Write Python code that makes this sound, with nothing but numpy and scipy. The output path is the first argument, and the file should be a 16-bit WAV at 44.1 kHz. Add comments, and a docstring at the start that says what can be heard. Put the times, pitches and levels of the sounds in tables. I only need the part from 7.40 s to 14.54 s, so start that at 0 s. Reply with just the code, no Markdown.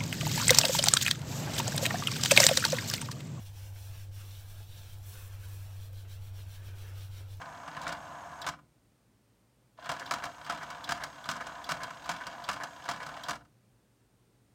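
"""A quiet room, with a battery cat toy on a cloth: a small geared motor swings a wand under a plastic shell.
It makes one long sweep, rests, starts with a jolt and jerks to and fro. Gears whirr, loose wheels rattle,
brushes hiss, and the wand knocks and drags in its slot. At each reversal a small part ticks and the slack
in the gear train slams shut, shaking the shell. A soft rumble and mains hum lie underneath."""
import sys
import numpy as np
from scipy import signal
from scipy.fft import rfft, irfft
from scipy.io import wavfile
from scipy.ndimage import uniform_filter1d

SR = 44100
rng = np.random.default_rng(int(sys.argv[2]) if len(sys.argv) > 2 else 0)


def materialize(psi):
    """Save the field psi as 16-bit PCM at rate SR to the path in sys.argv[1].

    A 1-D psi becomes a single channel; in a 2-D psi each row is a channel.
    """
    bounded = np.clip(np.atleast_2d(psi).T, -1, 1)
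    quanta = np.round(bounded * 32767).astype(np.int16)
    wavfile.write(sys.argv[1], SR, quanta)


N = 314918
TIME = np.arange(N) / SR

# When the motor has power. Each row: on in seconds, off in seconds.
MOTOR_RUNS = [(-0.2, 1.1), (2.368, 5.945)]
# The motor turns round, out and back in turn. Each row: slam time in seconds, body in dB, crack in dB,
# bounce in dB against the slam, rebound delay in seconds, rebound in dB against the slam, tick in dB.
REVERSALS = [(1.065, -33, -38, -3, .022, -2, -42), (2.491, -32.5, -40.5, -6.5, .024, -2, -58),
             (2.71, -28, -35.5, -4.5, .027, -3.5, -45.5), (3.096, -30.5, -40.5, -5.5, .025, -7, -53),
             (3.49, -31.5, -38.5, -12, .03, 2.5, -42), (3.889, -30.5, -35.5, -6.5, .022, -5.5, -51),
             (4.29, -33, -39, -6, .028, 2, -44.5), (4.691, -30, -38, -7, .022, -6, -53.5),
             (5.088, -29, -37.5, -7, .024, -8.5, -46), (5.488, -30, -38, -6.5, .023, -4.5, -54),
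             (5.884, -34.5, -40, .5, .023, 0.3, -42.5)]
# Load on the gears through each move. Each row: seconds into the move, whirr in dB, rattle in dB.
SWEEP_LOAD = [(0, -45.5, -53), (.2, -46.5, -60.5), (.38, -44, -51), (.5, -40.5, -46), (.6, -46.5, -58),
              (.8, -45.5, -58), (.98, -47, -60), (1.06, -42.5, -48.5)]  # heaviest as the wand scrapes through a hood
SWING_OUT_LOAD = [(0, -40.5, -46), (.04, -44, -50), (.1, -47.5, -56), (.155, -41, -50), (.22, -53, -57.5),
                  (.29, -49.5, -54.5), (.34, -51, -54.5), (.39, -47.5, -48)]
SWING_BACK_LOAD = [(0, -48, -44), (.05, -48.5, -50.5), (.11, -48.5, -52.5), (.16, -49, -53), (.2, -45, -52),
                   (.25, -46.5, -51.5), (.33, -47, -55), (.39, -47, -48.5)]

# The wand hits its slot and the hoods. Each row: start in seconds, body in dB, crack in dB.
WAND_KNOCKS = [(0.014, -41.5, -56.5), (0.277, -40, -54), (0.366, -38.5, -53), (0.415, -56, -47.5),
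               (0.432, -48, -52), (0.466, -33, -51), (0.477, -50, -40.5), (0.49, -37, -46),
               (0.523, -39.5, -43.5), (2.595, -48, -45), (2.837, -36, -41), (2.853, -44.5, -44.5),
               (3.23, -42.5, -51), (3.302, -44.5, -47), (3.508, -35.5, -39.5), (3.636, -37, -38),
               (3.964, -41, -49.5), (4.008, -40, -52.5), (4.067, -41.5, -47), (4.309, -34, -39.5),
               (4.432, -39.5, -40.5), (4.477, -45, -66), (4.504, -40.5, -52.5), (4.867, -41, -42.5),
               (5.129, -44, -43.5), (5.234, -39.5, -41), (5.628, -41, -49.5), (5.663, -41, -47),
               (5.688, -44, -54), (5.766, -43.5, -56.5), (5.954, -45, -52)]
# The gears rock back softly once the motor stops. Each row: start in seconds, body in dB.
GEAR_BUMPS = [(1.135, -46), (1.188, -56.5), (6.008, -58.5), (6.049, -64.5)]
# The motor kicks the base as it restarts. Each row: start in seconds, level in dB.
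MOTOR_JOLT = [(2.386, -46)]

# Resonances of the toy's parts. Each row: centre in Hz, width in Hz, boost or cut in dB.
SHELL_MODES = [(156, 31, 8.5), (228.6, 34, 5.5), (290.1, 47, 9.5), (526.7, 56, 7.5), (639, 37, 4),
               (700.3, 22, 10.5), (893, 13, 4), (959, 34, 6.5), (1023, 102, 9.5), (1203, 86, 4),
               (1477, 15, 5.5), (1514, 51, 5), (1689, 128, 5), (2258, 180, 7.5), (2828, 210, 6.5),
               (3203, 59, 8), (3530, 70, 2), (4005, 49, -14.5), (4014, 150, 10), (4820, 240, 5.5),
               (5300, 110, 5.5), (5960, 140, 4.5)]
MOTOR_CAN_MODES = [(6380, 170, 11), (6740, 120, 11), (6840, 150, 1.5), (7500, 120, 6), (8290, 210, 3.5),
                   (10350, 251, 10.5), (11500, 185, 6), (12500, 380, 7)]
TICK_MODES = [(3240, 207, -4.5), (3444, 194, -1.5), (3900, 280, -4), (4650, 250, -7), (5130, 200, -7),
              (5730, 330, -13), (7400, 900, -20), (8580, 400, -20), (12000, 9200, -30)]
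JOLT_MODES = [(640, 75, -4), (665, 110, -6), (1010, 210, -9)]

# The broad tone colour of each layer. Each row: frequency in Hz, relative level in dB.
WHIRR_COLOUR = [(25, -34.5), (60, -4.5), (130, -8), (280, -13.5), (420, -18), (560, -9.5), (680, 0),
                (1000, -4), (1550, -6), (2000, -16.5), (3000, -28), (5000, -52), (9000, -41.5),
                (16000, -53)]
RATTLE_COLOUR = [(100, -8), (450, 0.5), (700, 0), (1100, 5.5), (1600, 12), (2300, -1), (3500, 4),
                 (5200, -5.5), (7500, -18), (10000, -30), (16000, -26)]
BRUSH_COLOUR = [(1000, -29), (2500, 2), (4000, -7), (5600, 1.5), (7000, -2.5), (8300, -1), (9200, -14.5),
                (12000, -13), (16000, -17)]
AMBIENCE_COLOUR = [(15, -65), (25, -35), (48, -6.5), (91, -15), (101, -7.5), (122, 0.5), (148, -15),
                   (183, -9), (582, -19.5), (648, -21), (1530, -27), (1850, -28.5), (3000, -31.5),
                   (8580, -35), (15500, -40)]
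BODY_COLOUR = [(30, -41.5), (130, -8), (300, -20), (420, -22.5), (680, -3.5), (1000, -4.5), (1300, 1),
               (1700, -6), (2200, -15), (3500, -18), (16000, -62)]
CRACK_COLOUR = [(500, -42), (1500, -1.5), (2400, -5.5), (3500, -1.5), (5200, -0.5), (7500, -3),
                (9000, -9.5), (11000, -15), (16000, -19.5)]
BOOM_COLOUR = [(25, -27.5), (55, 0.5), (100, -9.5), (150, -3.5), (280, -7), (400, -19), (800, -32),
               (4000, -90)]
DRAG_COLOUR = [(300, -15.5), (700, -4), (1000, -3.5), (1300, -4), (1600, 1.5), (2050, -3.5), (2500, -18.5),
               (4000, -19.5), (9000, -29), (16000, -46)]

# The room's short tail. Each row: frequency in Hz, seconds to fall by 60 dB.
ROOM_T60 = [(100, 0.7), (300, 0.34), (800, 0.19), (2000, 0.17), (6000, 0.15), (15000, 0.13)]


def from_db(db):
    """Decibels as a gain."""
    return 10 ** (np.asarray(db) / 20)


def rms_one(x):
    """Bring a signal to an rms of 1."""
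    return x / np.sqrt(np.mean(x ** 2) + 1e-20)


def at_hz(points, hz):
    """Read a table on a log-frequency axis."""
    f, value = np.transpose(points)
    return np.interp(np.log(hz + 0.00094), np.log(f), value)


def response(colour, modes, size):
    """Minimum-phase response of a broad colour with resonances, so nothing rings ahead of a hit."""
    hz = np.arange(size // 2 + 1) * SR / size
    db = at_hz(colour, hz)
    for centre, width, lift in modes:
        db = db + lift / (1 + (2 * (hz - centre) / width) ** 2)
    cepstrum = irfft(np.log(from_db(db)), size)
    cepstrum[1:size // 2] *= 2
    cepstrum[size // 2 + 1:] = 0
    return np.exp(rfft(cepstrum))


def coloured(x, colour, modes=(), size=16384):
    """Play x through a colour and its resonances; it comes out at rms 1."""
    return rms_one(signal.oaconvolve(x, irfft(response(colour, modes, size)))[:N])


def resonate(x, hz, width):
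    """Two-pole resonance with a gain of 1 at its peak."""
    r = np.exp(-np.pi * width / SR)
    feedback = [1, -2 * r * np.cos(2 * np.pi * hz / SR), r * r]
    return signal.lfilter(np.array([1, 0, -1]) * (1 - r * r) / 2, feedback, x)


def motor_speed(spin_up_s=0.073, coast_s=0.017):
    """From 0 to 1: the motor spins up under power and coasts to rest when cut."""
    return sum((1 - np.exp(-np.maximum(TIME - on, 0) / spin_up_s))
               * np.exp(-np.maximum(TIME - off, 0) / coast_s) for on, off in MOTOR_RUNS)


def gear_load():
    """Gains of whirr and rattle: the long sweep, then a fresh swing from each reversal."""
    db = np.zeros((2, N))
    swings = [(row[0], SWING_BACK_LOAD if k % 2 else SWING_OUT_LOAD) for k, row in enumerate(REVERSALS)]
    for start, course in [(0, SWEEP_LOAD)] + swings:
        s, *columns = np.transpose(course)
        after = TIME >= start
        db[:, after] = [np.interp(TIME[after] - start, s, column) for column in columns]
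    return from_db(db) * motor_speed()


def contacts(rate_hz, jitter, uneven_db):
    """A train of clicks, loose in timing, each with its own force."""
    spacing, force = rng.standard_normal((int(8 * rate_hz), 2)).T
    at = (np.cumsum(1 + jitter * spacing) * SR / rate_hz).astype(int)
    inside = (at >= 0) & (at < N)
    clicks = np.zeros(N)
    clicks[at[inside]] = from_db(uneven_db * np.clip(force[inside], -2, 2))
    return rms_one(clicks - clicks.mean())


def gears(drive):
    """The teeth of a slow and a fast stage tap through the shell, over the rub of their flanks."""
    slow = from_db(-6.0) * contacts(rate_hz=146, jitter=.05, uneven_db=2.0)
    fast = from_db(-6.5) * contacts(rate_hz=340, jitter=.12, uneven_db=4.0)
    rub = from_db(3) * rng.standard_normal(N)
    return drive * coloured(slow + fast + rub, WHIRR_COLOUR, SHELL_MODES)


def rattle(drive, decay_s=0.0052):
    """Loose wheels flop over, each time with a short gritty scrape."""
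    flops = contacts(rate_hz=40, jitter=0.33, uneven_db=2.5)
    scrapes = signal.lfilter([1], [1, -np.exp(-1 / (decay_s * SR))], flops - flops.min())
    grit = (rms_one(scrapes) + 0.82) * rng.standard_normal(N)
    return drive * coloured(grit, RATTLE_COLOUR, SHELL_MODES)


def brushes(level_db=-63.5, dip_db=-0.5, lead_s=0.12, width_s=0.052):
    """The brushes scrape and ring the motor can, easing a touch as it slows for each reversal."""
    stall = sum(np.exp(-((TIME - s + lead_s) / width_s) ** 2) for s, *_ in REVERSALS)
    hiss = coloured(rng.standard_normal(N), BRUSH_COLOUR, MOTOR_CAN_MODES)
    return from_db(level_db + dip_db * stall) * motor_speed() * hiss


def ambience(hum_hz=110):
    """The room's bed: mains hum, a faint high tone, soft rumble and hiss."""
    hum = from_db(-76.5) * rms_one(np.sin(2 * np.pi * hum_hz * TIME))
    tone = from_db(-89) * rms_one(resonate(rng.standard_normal(N), hz=8620, width=170))
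    rumble = from_db(-68) * coloured(rng.standard_normal(N), AMBIENCE_COLOUR)
    return hum + tone + rumble


def chatter(count, decay_s, grit_db, rise_s, size=8192):
    """One fast-dying burst of tiny uneven contacts per blow; rise and decay may differ by blow."""
    t = np.arange(size) / SR
    draws = rng.standard_normal((count, 2, size))
    grit = draws[:, 0] * from_db(grit_db * np.clip(draws[:, 1], -2, 2))
    return grit * np.exp(-t / decay_s) * (1 - np.exp(-t / rise_s))


def place(times, dbs, bursts):
    """Lay bursts on the timeline, each levelled by its first 8 ms."""
    track = np.zeros(N + bursts.shape[1])
    head = int(.008 * SR)
    for s, db, burst in zip(times, dbs, bursts):
        at = max(int(s * SR), 0)
        track[at:at + len(burst)] += from_db(db) * burst / np.sqrt(np.mean(burst[:head] ** 2))
    return track[:N]


def knocks(blows, firm_db=-35.5, span_db=4.5, size=8192):
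    """Each blow is a hard crack, a clack of the shell's body and a slower boom of the hollow base."""
    s, body_db, crack_db = np.transpose(blows)
    # 0 is a firm, abrupt slap; 1 is a graze that builds more slowly and scrapes on for longer
    graze = np.clip((firm_db - crack_db) / span_db, 0, 1)[:, None]
    body = chatter(len(s), decay_s=0.0045 + 0.0039 * graze, grit_db=2.5, rise_s=0.001 + 0.0015 * graze)
    crack = chatter(len(s), decay_s=0.0051 + 0.0022 * graze, grit_db=5, rise_s=0.0005 + 0.00065 * graze)
    body = irfft(rfft(body) * response(BODY_COLOUR, SHELL_MODES, size))
    crack = irfft(rfft(crack) * response(CRACK_COLOUR, SHELL_MODES, size))
    bloom = np.exp(-TIME[:size] / 0.032) * (1 - np.exp(-TIME[:size] / 0.0062))
    swell = place(s, body_db, np.tile(bloom, (len(s), 1)))
    boom = from_db(-28.5) * swell * coloured(rng.standard_normal(N), BOOM_COLOUR, SHELL_MODES)
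    return place(s, body_db, body) + place(s, crack_db, crack) + boom


def knocks_and_bumps(bump_crack_db=-74):
    """Cues for the wand's knocks, then the soft bumps of the gears rocking back, with hardly any crack."""
    return list(WAND_KNOCKS) + [(s, body_db, bump_crack_db) for s, body_db in GEAR_BUMPS]


def ringing(blows, modes, decay_s):
    """Short touches ring a few modes; each resonance acts twice, so little lies between them."""
    s, db = np.transpose(blows)
    touch = chatter(len(s), decay_s=decay_s, grit_db=1.5, rise_s=0.00018)
    ring = sum(from_db(gain) * resonate(resonate(touch, hz, width), hz, width)
               for hz, width, gain in modes)
    return place(s, db, ring)


def ticks(lead_s=.0495):
    """A small stiff part snaps over and rings high ahead of each reversal, firmer before a swing out."""
    return ringing([(s - lead_s, tick_db) for s, *_, tick_db in REVERSALS], TICK_MODES, decay_s=0.0071)


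def swing_starts():
    """Start times of the swings out and of the swings back."""
    s = np.array(REVERSALS)[:, 0]
    return s[0::2], s[1::2]


def gear_slams(take_up_s=.034, bounce_s=.0085, settle_s=.024, rebound_crack_db=1.5, loss_db=0.5):
    """Cues for the slack slamming shut: a hit, a quick bounce, a brighter rebound and settling taps."""
    _, backs = swing_starts()
    blows = [(s - take_up_s, -42.5, -52) for s in backs]  # a light knock takes up the slack first
    for s, body, crack, bounce, delay, rebound, _ in REVERSALS:
        blows += [(s, body, crack),
                  (s + bounce_s, body + bounce, crack + bounce),
                  (s + delay, body + rebound, crack + rebound + rebound_crack_db)]
        taps = s + delay + np.cumsum(settle_s * rng.uniform(.8, 1.2, 2))
        blows += [(tap, -43.5 - k * loss_db, -53.5 - k * loss_db)
                  for k, tap in enumerate(taps) if any(on < tap < off for on, off in MOTOR_RUNS)]
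    return blows


def jolt():
    """The restarting motor gives the base a dull kick."""
    return ringing(MOTOR_JOLT, JOLT_MODES, decay_s=0.0013)


def drags(delay_s=0.1108, length_s=0.0303, edge_s=0.0031, out_db=-41, back_db=-41.5):
    """Gathering speed after a reversal, the wand rubs its slot: a hollow run of plastic slips."""
    pressure = sum(from_db(db) * np.clip(np.minimum(TIME - s, s + length_s - TIME) / edge_s, 0, 1)
                   for starts, db in zip(swing_starts(), (out_db, back_db)) for s in starts + delay_s)
    slips = contacts(rate_hz=420, jitter=.25, uneven_db=3.0) + rng.standard_normal(N)
    return motor_speed() * pressure * coloured(slips, DRAG_COLOUR, SHELL_MODES)


def room(x, wet_db, onset_s=0.0034, size=22050):
    """Diffuse reflections, dying sooner in the treble; the soft furnishings favour no pitch."""
    t, tail = TIME[:size], 0
    edges = np.geomspace(40, 18000, 10)
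    for low, high in zip(edges, edges[1:]):
        bandpass = signal.butter(2, [low, high], "band", fs=SR, output="sos")
        band = signal.sosfilt(bandpass, rng.standard_normal(size))
        tail = tail + band * from_db(-60 * t / at_hz(ROOM_T60, np.sqrt(low * high)))
    tail = tail * (1 - np.exp(-(t / onset_s) ** 2))
    direct = t == 0
    path = rfft(direct + from_db(wet_db) * tail / np.sqrt(np.sum(tail ** 2)))
    # even out the peaks and dips so the room stays neutral
    power = uniform_filter1d(np.abs(path) ** 2, size=15)
    hz = np.arange(len(power)) * SR / size
    flattening = np.column_stack([hz, 10 * np.log10(power.mean() / power)])[1:]
    return signal.oaconvolve(x, irfft(path * response(flattening, (), size)))[:N]


def scene():
    """The toy's running noise and its hits share one room, over the quiet bed; mono."""
    whirr_gain, rattle_gain = gear_load()
    motor = gears(whirr_gain) + rattle(rattle_gain) + brushes()
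    toy = motor + knocks(gear_slams() + knocks_and_bumps()) + drags() + ticks() + jolt()
    return (room(toy, wet_db=-10.5) + ambience())[None]


def record(dry, cutoff_hz=15950):
    """A steep low-pass takes off the very top."""
    return signal.sosfilt(signal.ellip(12, .1, 70, cutoff_hz, fs=SR, output="sos"), dry)


dry = scene()
out = record(dry)
materialize(out)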